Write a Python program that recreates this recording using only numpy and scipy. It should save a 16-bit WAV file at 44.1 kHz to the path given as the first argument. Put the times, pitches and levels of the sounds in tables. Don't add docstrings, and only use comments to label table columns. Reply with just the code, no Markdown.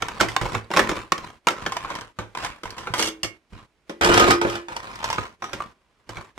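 import sys
import numpy as np
from scipy import signal
from scipy.fft import rfft, irfft, next_fast_len
from scipy.io import wavfile
from scipy.ndimage import uniform_filter1d, minimum_filter1d, map_coordinates

SR = 44100
rng = np.random.default_rng(int(sys.argv[2]) if len(sys.argv) > 2 else 0)


def persist_wave(psi):
    counts = np.round(np.clip(psi, -1, 1) * 32767).astype(np.int16)
    wavfile.write(sys.argv[1], SR, np.atleast_2d(counts).T)


N = 281754
TIME_S = np.arange(N) / SR

# hz, relative_db
AIR_SPECTRUM = [(15, -33), (30, -11), (55, -3), (110, -11.5), (210, -9.5), (350, -9.5), (550, -14),
                (950, -16), (1800, -18), (2200, -17.5), (3200, -22), (6000, -29), (10000, -34.5),
                (16000, -50.5)]
# hz, t60_s
ROOM_DECAY = [(100, 0.21), (300, 0.34), (800, 0.22), (2000, 0.25), (5000, 0.15), (14000, 0.16)]
# hz, correlation (0-1)
MIC_LIKENESS = [(50, .95), (250, .95), (1000, .8), (2500, .35), (8000, .45)]
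# hz, left_minus_right_db
MIC_BALANCE = [(30, -7.5), (70, -9), (180, -1), (500, -0.5), (1200, -1.5), (4000, -3.5), (12000, -0.5)]
# time_s, left_lag_ms
HAND_LAG = [(0, 0), (1.5, 0), (1.8, -.1), (3.3, -.09), (4.0, .25), (4.8, .23), (5.1, .15), (5.45, .14),
            (5.6, 0)]
# hz, relative_db, t60_s
CHASSIS_MODES = [(54, -1, 0.13), (85.2, -16.5, 0.099), (106.2, -0.5, 0.25), (129, -3, 0.14), (178, 1, 0.1)]
# start_s, strength_db
CHASSIS_BUMPS = [(0.023, -14), (0.21, -4.5), (0.414, -1.5), (0.55, -3.5), (0.891, -20.5), (1.632, -13),
                 (2.187, -7), (2.655, -13.5), (2.898, -8), (3.233, -10.5), (3.523, -12.5), (4.089, -8),
                 (4.284, -8), (4.447, -5.5), (5.181, -7), (5.533, -13), (6.093, -17.5), (6.168, -12)]
# start_s, length_s, level_db, rumble_db (re level)
RUB_STROKES = [(0.0, .33, -39, -4.5), (0.41, .17, -36, 1), (0.795, 0.2, -35.5, -3),
               (1.154, 0.12, -42.5, -3.5), (1.561, 0.46, -40.5, -7), (2.37, 0.1, -32, -10),
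               (2.66, .26, -44.5, -6), (3.521, 0.071, -51.5, -0.5), (4.476, .08, -38.5, -10),
               (4.695, 0.3, -40, -9), (5.025, 0.2, -35.5, -10), (5.452, 0.18, -44, -2),
               (5.74, .34, -63, -6.5), (6.09, .14, -46.5, -7)]
# hz, relative_db
RUB_SPECTRUM = [(15, -36.5), (40, -7), (90, -6), (180, -7), (350, -9), (650, -8.5), (1020, -2),
                (1500, -8.5), (2500, -12.5), (5000, -20.5), (8000, -26.5), (11500, -36.5), (16000, -45)]
# hz, relative_db, t60_s
RUBBED_SHELL_MODES = [(954, 6, 0.018), (1077, -6.5, 0.08), (1103, -19.0, 0.012)]
# start_s, length_s, level_db, rumble_db, hiss_db (both re level)
PULL_STROKE = (2.945, .145, -34, -6, 5)
# start_s, length_s, level_db, rumble_db, hiss_db (both re level)
SLIDE_STROKES = [(4.014, .305, -19.5, -5, -11.5), (4.42, .14, -36, -8, -12)]
# hz, relative_db
SCRAPE_SPECTRUM = [(15, -39), (35, -25.5), (55, 4), (85, -9.5), (140, -19), (350, -7), (600, -14),
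                   (1280, -10.5), (2060, -17), (4000, -16), (8000, -22.5), (12000, -32), (16000, -53)]
# hz, gain_db
EDGE_DRIVE = [(350, -6.0), (1500, -4), (5000, 12.5)]
# hz, relative_db, t60_s
TINKLE_MODES = [(3330, -7, .35), (5700, -3, .35), (5790, 0, .45), (5870, -1, .4), (6010, -3, .35)]
# start_s, level_db
TINKLE_HITS = [(5.126, -15), (5.421, -13)]
# hz, relative_db, t60_s
HELD_MODES = [(320.3, -4, 0.51), (433, -14, 0.37), (1070, -6.5, 0.28), (1334, 1.5, 0.083),
              (1750, -15, 0.069), (2173, 8, 0.23), (2286, 1, 0.2), (2400, -5, .23), (2767, 3.5, 0.23),
              (3400, 5.5, .08), (4530, 11, 0.05), (6360, 6, .12), (6800, -9, 0.15), (7300, -12.5, .16)]
# hz, relative_db, t60_s
LAID_MODES = [(258, -6.5, 0.068), (284, -9.5, 0.14), (344, -6.5, 0.98), (379, -10, 0.119),
              (442.4, -3.5, 0.42), (419, -3, 0.068), (564.4, -8, 0.26), (703, -4, 0.1), (810, -1.5, .12),
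              (980, -1.5, 0.14), (1258, 5, 0.1), (1380, 1.5, 0.11), (1730, -6, 0.2), (1980, -7.5, 0.4),
              (2416, -3.5, 0.17), (2931, -9.5, 0.27), (3180, -11.5, .22), (3960, -22, .22),
              (4100, -16, 0.16), (5000, -17.5, .22), (5250, -11.5, 0.223)]
# start_s, strength_db, weight_db (low tilt), snap_db (high tilt)
COVER_BLOWS = [(2.994, -9.5, -3, 4), (3.006, -12.5, -0.5, -9), (3.025, -13, -4, 11.5), (3.053, -26, -1, 2),
               (3.074, -19, 3, 10), (3.232, -17.5, -0.5, 13.5), (3.245, -19, 4.5, 2.5),
               (3.895, -20, 8.5, -1), (4.011, -5, -9, -3), (4.046, -5, 4, 5.5), (4.089, -6, 9.5, -15.5),
               (4.141, -2.5, -3.5, 2), (4.176, -0.5, -6, 0), (4.197, -1.5, 3, 1),
               (4.283, -12.5, 15.5, -0.5), (4.306, -4, -10, 4.5), (4.414, -6, -10, -5),
               (4.449, -10, 10, -14), (4.498, -17, -10, 2.5), (4.554, -18.5, -19, 0.5)]
# (burst, at 1 kHz)
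PLASTIC_KNOCKS = [(0.022, -12.5, -3.5, -1.5, 1356, 0.052), (0.084, -21.5, -7, 4, 945, 0.038),
                  (0.202, -12.0, -5, -0.5, 1510, 0.12), (0.209, -5, 3, 1, 1330, 0.17),
                  (0.232, -15.5, 7.5, -12, 820, 0.043), (0.286, -21.0, -9.5, 4.5, 2040, 0.28),
                  (0.364, -9, -6, 0, 1058, 0.024), (0.413, -15.0, 1.5, -2.5, 967, 0.24),
                  (0.549, -12, -3, -7.5, 1124, 0.08), (0.704, -24.5, 9.5, -8, 910.0, 0.089),
                  (0.714, -17, -5.0, -3.0, 940, 0.39), (0.737, -11, 3, -3.5, 1110.0, 0.47),
                  (0.764, -8, 2, -4.5, 1380, 0.062), (0.771, -3.5, 0, -1, 1073, 0.26),
                  (0.793, -3.5, 1.5, -3, 1750.0, 0.086), (0.892, -13, 6.5, -1, 1340, 0.18),
                  (0.915, -17.5, 8.5, -7, 980.0, 0.031), (0.969, -22, 4.5, -4, 1170, 0.028),
                  (1.12, -7.0, -3, 0.5, 1108, 0.03), (1.179, -27.5, 0, 5.5, 1056, 0.045),
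                  (1.47, -4, -3.5, -4.5, 974, 0.13), (1.485, -14, -12, 6, 1347, 0.024),
                  (1.506, -20.0, 4.5, 3, 1340, 0.19), (1.663, -13.5, 1.5, -1, 1720, 0.096),
                  (1.721, -21.5, -17, 4, 1045, 0.17), (1.767, -18.5, -12.5, 2, 980.0, 0.065),
                  (1.847, -19.5, -3.5, -15.0, 1100.0, 0.46), (1.902, -18.5, -2, -4.5, 1040, 0.24),
                  (1.952, -25.5, -2, 5, 900, 0.056), (2.01, -36.5, -11, 12.5, 965, 0.024),
                  (2.188, -17.5, 1.0, -5, 1197, 0.24), (2.35, -22.0, -4.0, -3.5, 1015, 0.13),
                  (2.447, -18.5, -7.5, 4, 1020, 0.14), (2.634, -24, 4, 1.5, 1270, 0.11),
                  (2.655, -25.5, -13, 0.5, 982.0, 0.19), (2.705, -43.5, -4, 22, 1270, 0.05),
                  (2.781, -24, -1, 4, 970, 0.24), (2.871, -18, -0.5, -9, 1370, 0.17),
                  (2.938, -11.5, -3.0, 2, 1004, 0.42), (4.684, -21.5, -4, -6, 918, 0.43),
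                  (4.765, -24.5, -18.5, 7.5, 948, 0.049), (4.956, -38.5, 0, 12.5, 937.0, 0.05),
                  (5.042, -19, -15.5, 7.5, 934, 0.15), (5.102, -20.5, -20, 7, 896, 0.14),
                  (5.128, -18, -11.5, 3.5, 1015, 0.09), (5.183, -12.5, 0.5, -18, 1232, 0.038),
                  (5.422, -19.0, -2, -8, 1060, 0.17), (5.441, -22.5, -15, 0.5, 1252, 0.19),
                  (5.532, -20, 3.5, 4, 1396, 0.16), (5.604, -26.5, -29.5, -12, 1168, 0.051),
                  (6.092, -27.5, 6.5, 3, 828, 0.12), (6.17, -23.5, 0, -8, 2270, 0.15),
                  (6.378, -23.5, 4, -7.5, 1023, 0.11)]
# hz, gain_db
KNOCK_SPECTRUM = [(60, -2), (200, 0.5), (330, 8.5), (480, 9), (700, 7), (1200, 8), (1900, 4), (3200, 0.5),
                  (5000, -5), (6500, -3), (8200, -14.5), (11500, -16.5), (16000, -48)]

EDGES_HZ = np.geomspace(170, 17000, 11)
BANDS = [
    (np.sqrt(lo * hi), hi - lo, signal.butter(2, [lo, hi], "band", fs=SR, output="sos"))
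    for lo, hi in zip(EDGES_HZ, EDGES_HZ[1:])
]


def amp(db):
    return 10 ** (np.asarray(db) / 20)


def unit(x):
    return x / np.sqrt(np.mean(np.sum(x ** 2, -1)) + 1e-20)


def evened(x):
    return x / np.sqrt(np.mean(x ** 2) + 1e-20)


def read(points, hz):
    table_hz, value = np.transpose(points)
    return np.interp(np.log(hz + 1), np.log(table_hz + 1), value)


def add(mix, start_s, sound):
    part = mix[:, max(round(start_s * SR), 0):][:, :sound.shape[1]]
    part += sound[:, :part.shape[1]]


def colour(x, points):
    log_gain = np.log(amp(read(points, abs(np.fft.fftfreq(8192, 1 / SR)))))
    taps = np.fft.ifft(np.exp(signal.hilbert(log_gain).conj())).real[:4096]
    if x.ndim > 1:
        taps = taps[None]
    return signal.oaconvolve(x, taps, axes=-1)[..., :x.shape[-1]]


def noise_pair(size):
    padded = next_fast_len(size, True)
    a, b = rfft(rng.standard_normal((2, padded)))
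    same = np.clip(read(MIC_LIKENESS, np.fft.rfftfreq(padded, 1 / SR)), 0, .95)
    right = same * a + np.sqrt(1 - same ** 2) * b
    return irfft(np.array([a, right]), padded)[:, :size]


def ring(x, modes, spread_ms=0.19):
    t = np.arange(SR // 2) / SR
    delays_s = rng.uniform(-1, 1, (len(modes), 2, 1)) * spread_ms / 1000
    signs = rng.choice([-1, 1], (len(modes), 1, 1))
    body = 0
    for (hz, db, t60_s), delay_s, sign in zip(modes, delays_s, signs):
        body = body + sign * amp(db - 60 * t / t60_s) * np.sin(2 * np.pi * hz * (t - delay_s))
    return signal.fftconvolve(x, body, axes=1)[:, :x.shape[1]]


def strike(modes):
    tap = np.tile(signal.unit_impulse(SR), (2, 1))
    return unit(ring(tap, modes))


def air(level_db=-59):
    return amp(level_db) * evened(colour(noise_pair(N), AIR_SPECTRUM))


def room(x, wet_db=-12):
    hz, t, z = signal.stft(rng.standard_normal((2, SR // 2)), SR, nperseg=256)
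    same = 1 / (1 + (hz[:, None] / 800) ** 2)
    z = np.array([z[0], same * z[0] + np.sqrt(1 - same ** 2) * z[1]])
    decay = amp(-60 * t / read(ROOM_DECAY, hz)[:, None])
    tail = signal.istft(z * decay, SR, nperseg=256)[1]
    tail_s = np.arange(tail.shape[1]) / SR
    tail = unit(tail * (1 - np.exp(-(tail_s / 0.0083) ** 2)))
    return x + amp(wet_db) * signal.fftconvolve(x, tail, axes=1)[:, :N]


def thud(db, level_db=3, rise_s=0.0017):
    t = np.arange(SR // 3) / SR
    count = len(CHASSIS_MODES)
    phases = rng.random((count, 1, 1)) + rng.normal(0, .08, (count, 2, 1))
    detunes = rng.uniform(.92, 1.08, count)
    rock = 0
    for (hz, mode_db, t60_s), detune, phase in zip(CHASSIS_MODES, detunes, phases):
        rock = rock + amp(mode_db - 60 * t / t60_s) * np.sin(2 * np.pi * (hz * detune * t + phase))
    return amp(db + level_db) * unit(rock * (1 - np.exp(-t / rise_s)))


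def rocking(nudge_db=-13):
    out = np.zeros((2, N))
    for start_s, db in CHASSIS_BUMPS:
        add(out, start_s, thud(db))
    for start_s, db, *_ in PLASTIC_KNOCKS:
        add(out, start_s, thud(db + nudge_db))
    return out


def friction(strokes, attack_s, release_t60_s, spectrum, slips_per_s, spread_db, smooth, slip_s):
    sizes = np.minimum(rng.exponential(1, N), 3.5)
    slips = amp(spread_db * sizes) * (rng.random(N) < slips_per_s / SR)
    grip = evened(signal.lfilter([1], [1, -np.exp(-1 / (slip_s * SR))], slips))
    hz, _, grains = signal.stft(noise_pair(N) * (grip + smooth), SR, nperseg=1024)
    hz = hz[:, None]

    patches = uniform_filter1d(rng.standard_normal(grains.shape[1:]), size=4, axis=0)
    patches = evened(uniform_filter1d(patches, size=4, axis=1))
    wander_db = 3.5 * patches * hz / (hz + 500)
    grains = grains * amp(read(spectrum, hz) + wander_db)

    low = 1 / (1 + (hz / 420) ** 4)
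    high = 1 - 1 / (1 + (hz / 3100) ** 6)
    shares = (1 - low - high, low, high)
    rub, rumble, hiss = [evened(signal.istft(grains * share, SR)[1][:, :N]) for share in shares]

    out = np.zeros((2, N))
    for start_s, length_s, db, rumble_db, hiss_db in strokes:
        on = (TIME_S >= start_s) & (TIME_S < start_s + length_s + release_t60_s)
        t = TIME_S[on] - start_s
        fade_db = -60 * np.maximum(t - length_s, 0) / release_t60_s
        touch = np.minimum(t / attack_s, 1) * amp(db + fade_db)
        out[:, on] += touch * (rub[:, on] + amp(rumble_db) * rumble[:, on] + amp(hiss_db) * hiss[:, on])
    return out


def rubbing(shell_db=-9, hiss_db=-10.5):
    strokes = [(*row, hiss_db) for row in RUB_STROKES]
    rub = friction(strokes, attack_s=0.0064, release_t60_s=0.28, spectrum=RUB_SPECTRUM,
                   slips_per_s=500, spread_db=5, smooth=.45, slip_s=.002)
    shell = ring(rub, RUBBED_SHELL_MODES)
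    return rub + amp(shell_db) * rub.std() * evened(shell)


def tinkling():
    out = np.zeros((2, N))
    for start_s, db in TINKLE_HITS:
        add(out, start_s, amp(db) * strike(TINKLE_MODES))
    return out


def pulling(metal_db=-4):
    scrape = friction([PULL_STROKE], attack_s=0.091, release_t60_s=0.055, spectrum=SCRAPE_SPECTRUM,
                      slips_per_s=350, spread_db=5, smooth=.25, slip_s=.002)
    return scrape + amp(metal_db) * scrape.std() * evened(ring(scrape, HELD_MODES))


def sliding(metal_db=-5):
    scrape = friction(SLIDE_STROKES, attack_s=.012, release_t60_s=.19, spectrum=SCRAPE_SPECTRUM,
                      slips_per_s=600, spread_db=4, smooth=.5, slip_s=.003)
    bite = colour(scrape, EDGE_DRIVE)
    return scrape + amp(metal_db) * scrape.std() * evened(ring(bite, LAID_MODES))


def blow(weight_db, snap_db, t60_s, bass_slowness=0.049, crack_db=3, crack_t60_s=0.02):
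    t = np.arange(SR // 4) / SR
    noise = noise_pair(len(t))
    out = 0
    tilt = [(400, weight_db), (850, 0.025), (1500, 0), (5000, snap_db)]  # hz, gain_db
    for hz, width_hz, sos in BANDS:
        band_t60_s = max(t60_s, .004) * (1000 / hz) ** bass_slowness
        fade = amp(-60 * t / band_t60_s) + amp(crack_db - 60 * t / crack_t60_s)
        band = unit(signal.sosfilt(sos, noise * fade))
        out = out + band * np.sqrt(width_hz / 1000) * amp(read(tilt, hz))
    return colour(out, KNOCK_SPECTRUM)


def clanks(level_db=12, hard_db=-7, contact_t60_s=0.15, sheet_db=1, laid_s=3.6):
    out = np.zeros((2, N))
    for start_s, db, weight_db, snap_db in COVER_BLOWS:
        hardness = [(450, 0), (2500, min(snap_db + hard_db, 0))]  # hz, gain_db
        cover = HELD_MODES if start_s < laid_s else LAID_MODES
        modes = [(hz, mode_db + read(hardness, hz), t60_s) for hz, mode_db, t60_s in cover]
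        add(out, start_s, amp(db + level_db) * blow(weight_db, snap_db, contact_t60_s))
        add(out, start_s, amp(db + level_db + sheet_db) * strike(modes))
    return out


def shell_ring(hz, ring_t60_s=0.046, rise_s=0.00019):
    t = np.arange(SR // 4) / SR
    return unit(np.sin(2 * np.pi * hz * t) * amp(-60 * t / ring_t60_s) * (1 - np.exp(-t / rise_s)))


def rib_ring(t60_s=.05):
    t = np.arange(SR // 4) / SR
    hz = np.geomspace(1700, 10500, 8)[:, None, None] * rng.uniform(.87, 1.13, (8, 1, 1))
    gains = rng.normal(1, .5, (8, 2, 1)) * amp(read(KNOCK_SPECTRUM, hz))
    ribs = (gains * np.sin(2 * np.pi * hz * t)).sum(0)
    return unit(ribs * amp(-60 * t / t60_s))


def knocks(level_db=14, rib_db=-3, shell_db=-0.5, damping_db_per_db=.5):
    out = np.zeros((2, N))
    for start_s, db, weight_db, snap_db, shell_hz, t60_s in PLASTIC_KNOCKS:
        shell = amp(shell_db - damping_db_per_db * weight_db) * shell_ring(shell_hz)
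        ribs = amp(rib_db + snap_db / 2) * rib_ring()
        contact = blow(weight_db, snap_db, t60_s)
        add(out, start_s, amp(db + level_db) * (contact + shell + ribs))
    return out


def scene():
    left, right = rocking() + rubbing() + tinkling() + pulling() + sliding() + clanks() + knocks()
    lag_samples = np.interp(TIME_S, *np.transpose(HAND_LAG)) * SR / 1000
    left = map_coordinates(left, [np.arange(N) - lag_samples], order=3)
    left, right = room(np.array([left, right])) + air()
    left = colour(left, [(hz, db / 2) for hz, db in MIC_BALANCE])
    right = colour(right, [(hz, -db / 2) for hz, db in MIC_BALANCE])
    return np.array([left, right])


def record(dry, gate_db=-52, depth_db=9, knee_db=3, cut_hz=16100):
    power_db = 10 * np.log10(abs(uniform_filter1d((dry ** 2).mean(0), size=600)) + 1e-12)
    held_db = -minimum_filter1d(-power_db, size=1500)
    shut = uniform_filter1d(np.clip((gate_db - held_db) / knee_db, 0, 1), size=500)
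    out = np.clip(dry * amp(-depth_db * shut), -1, 1)
    low_pass = signal.firwin(255, cut_hz, window=("kaiser", 9), fs=SR)
    return signal.oaconvolve(out, low_pass[None], "same")


dry = scene()
out = record(dry)
persist_wave(out)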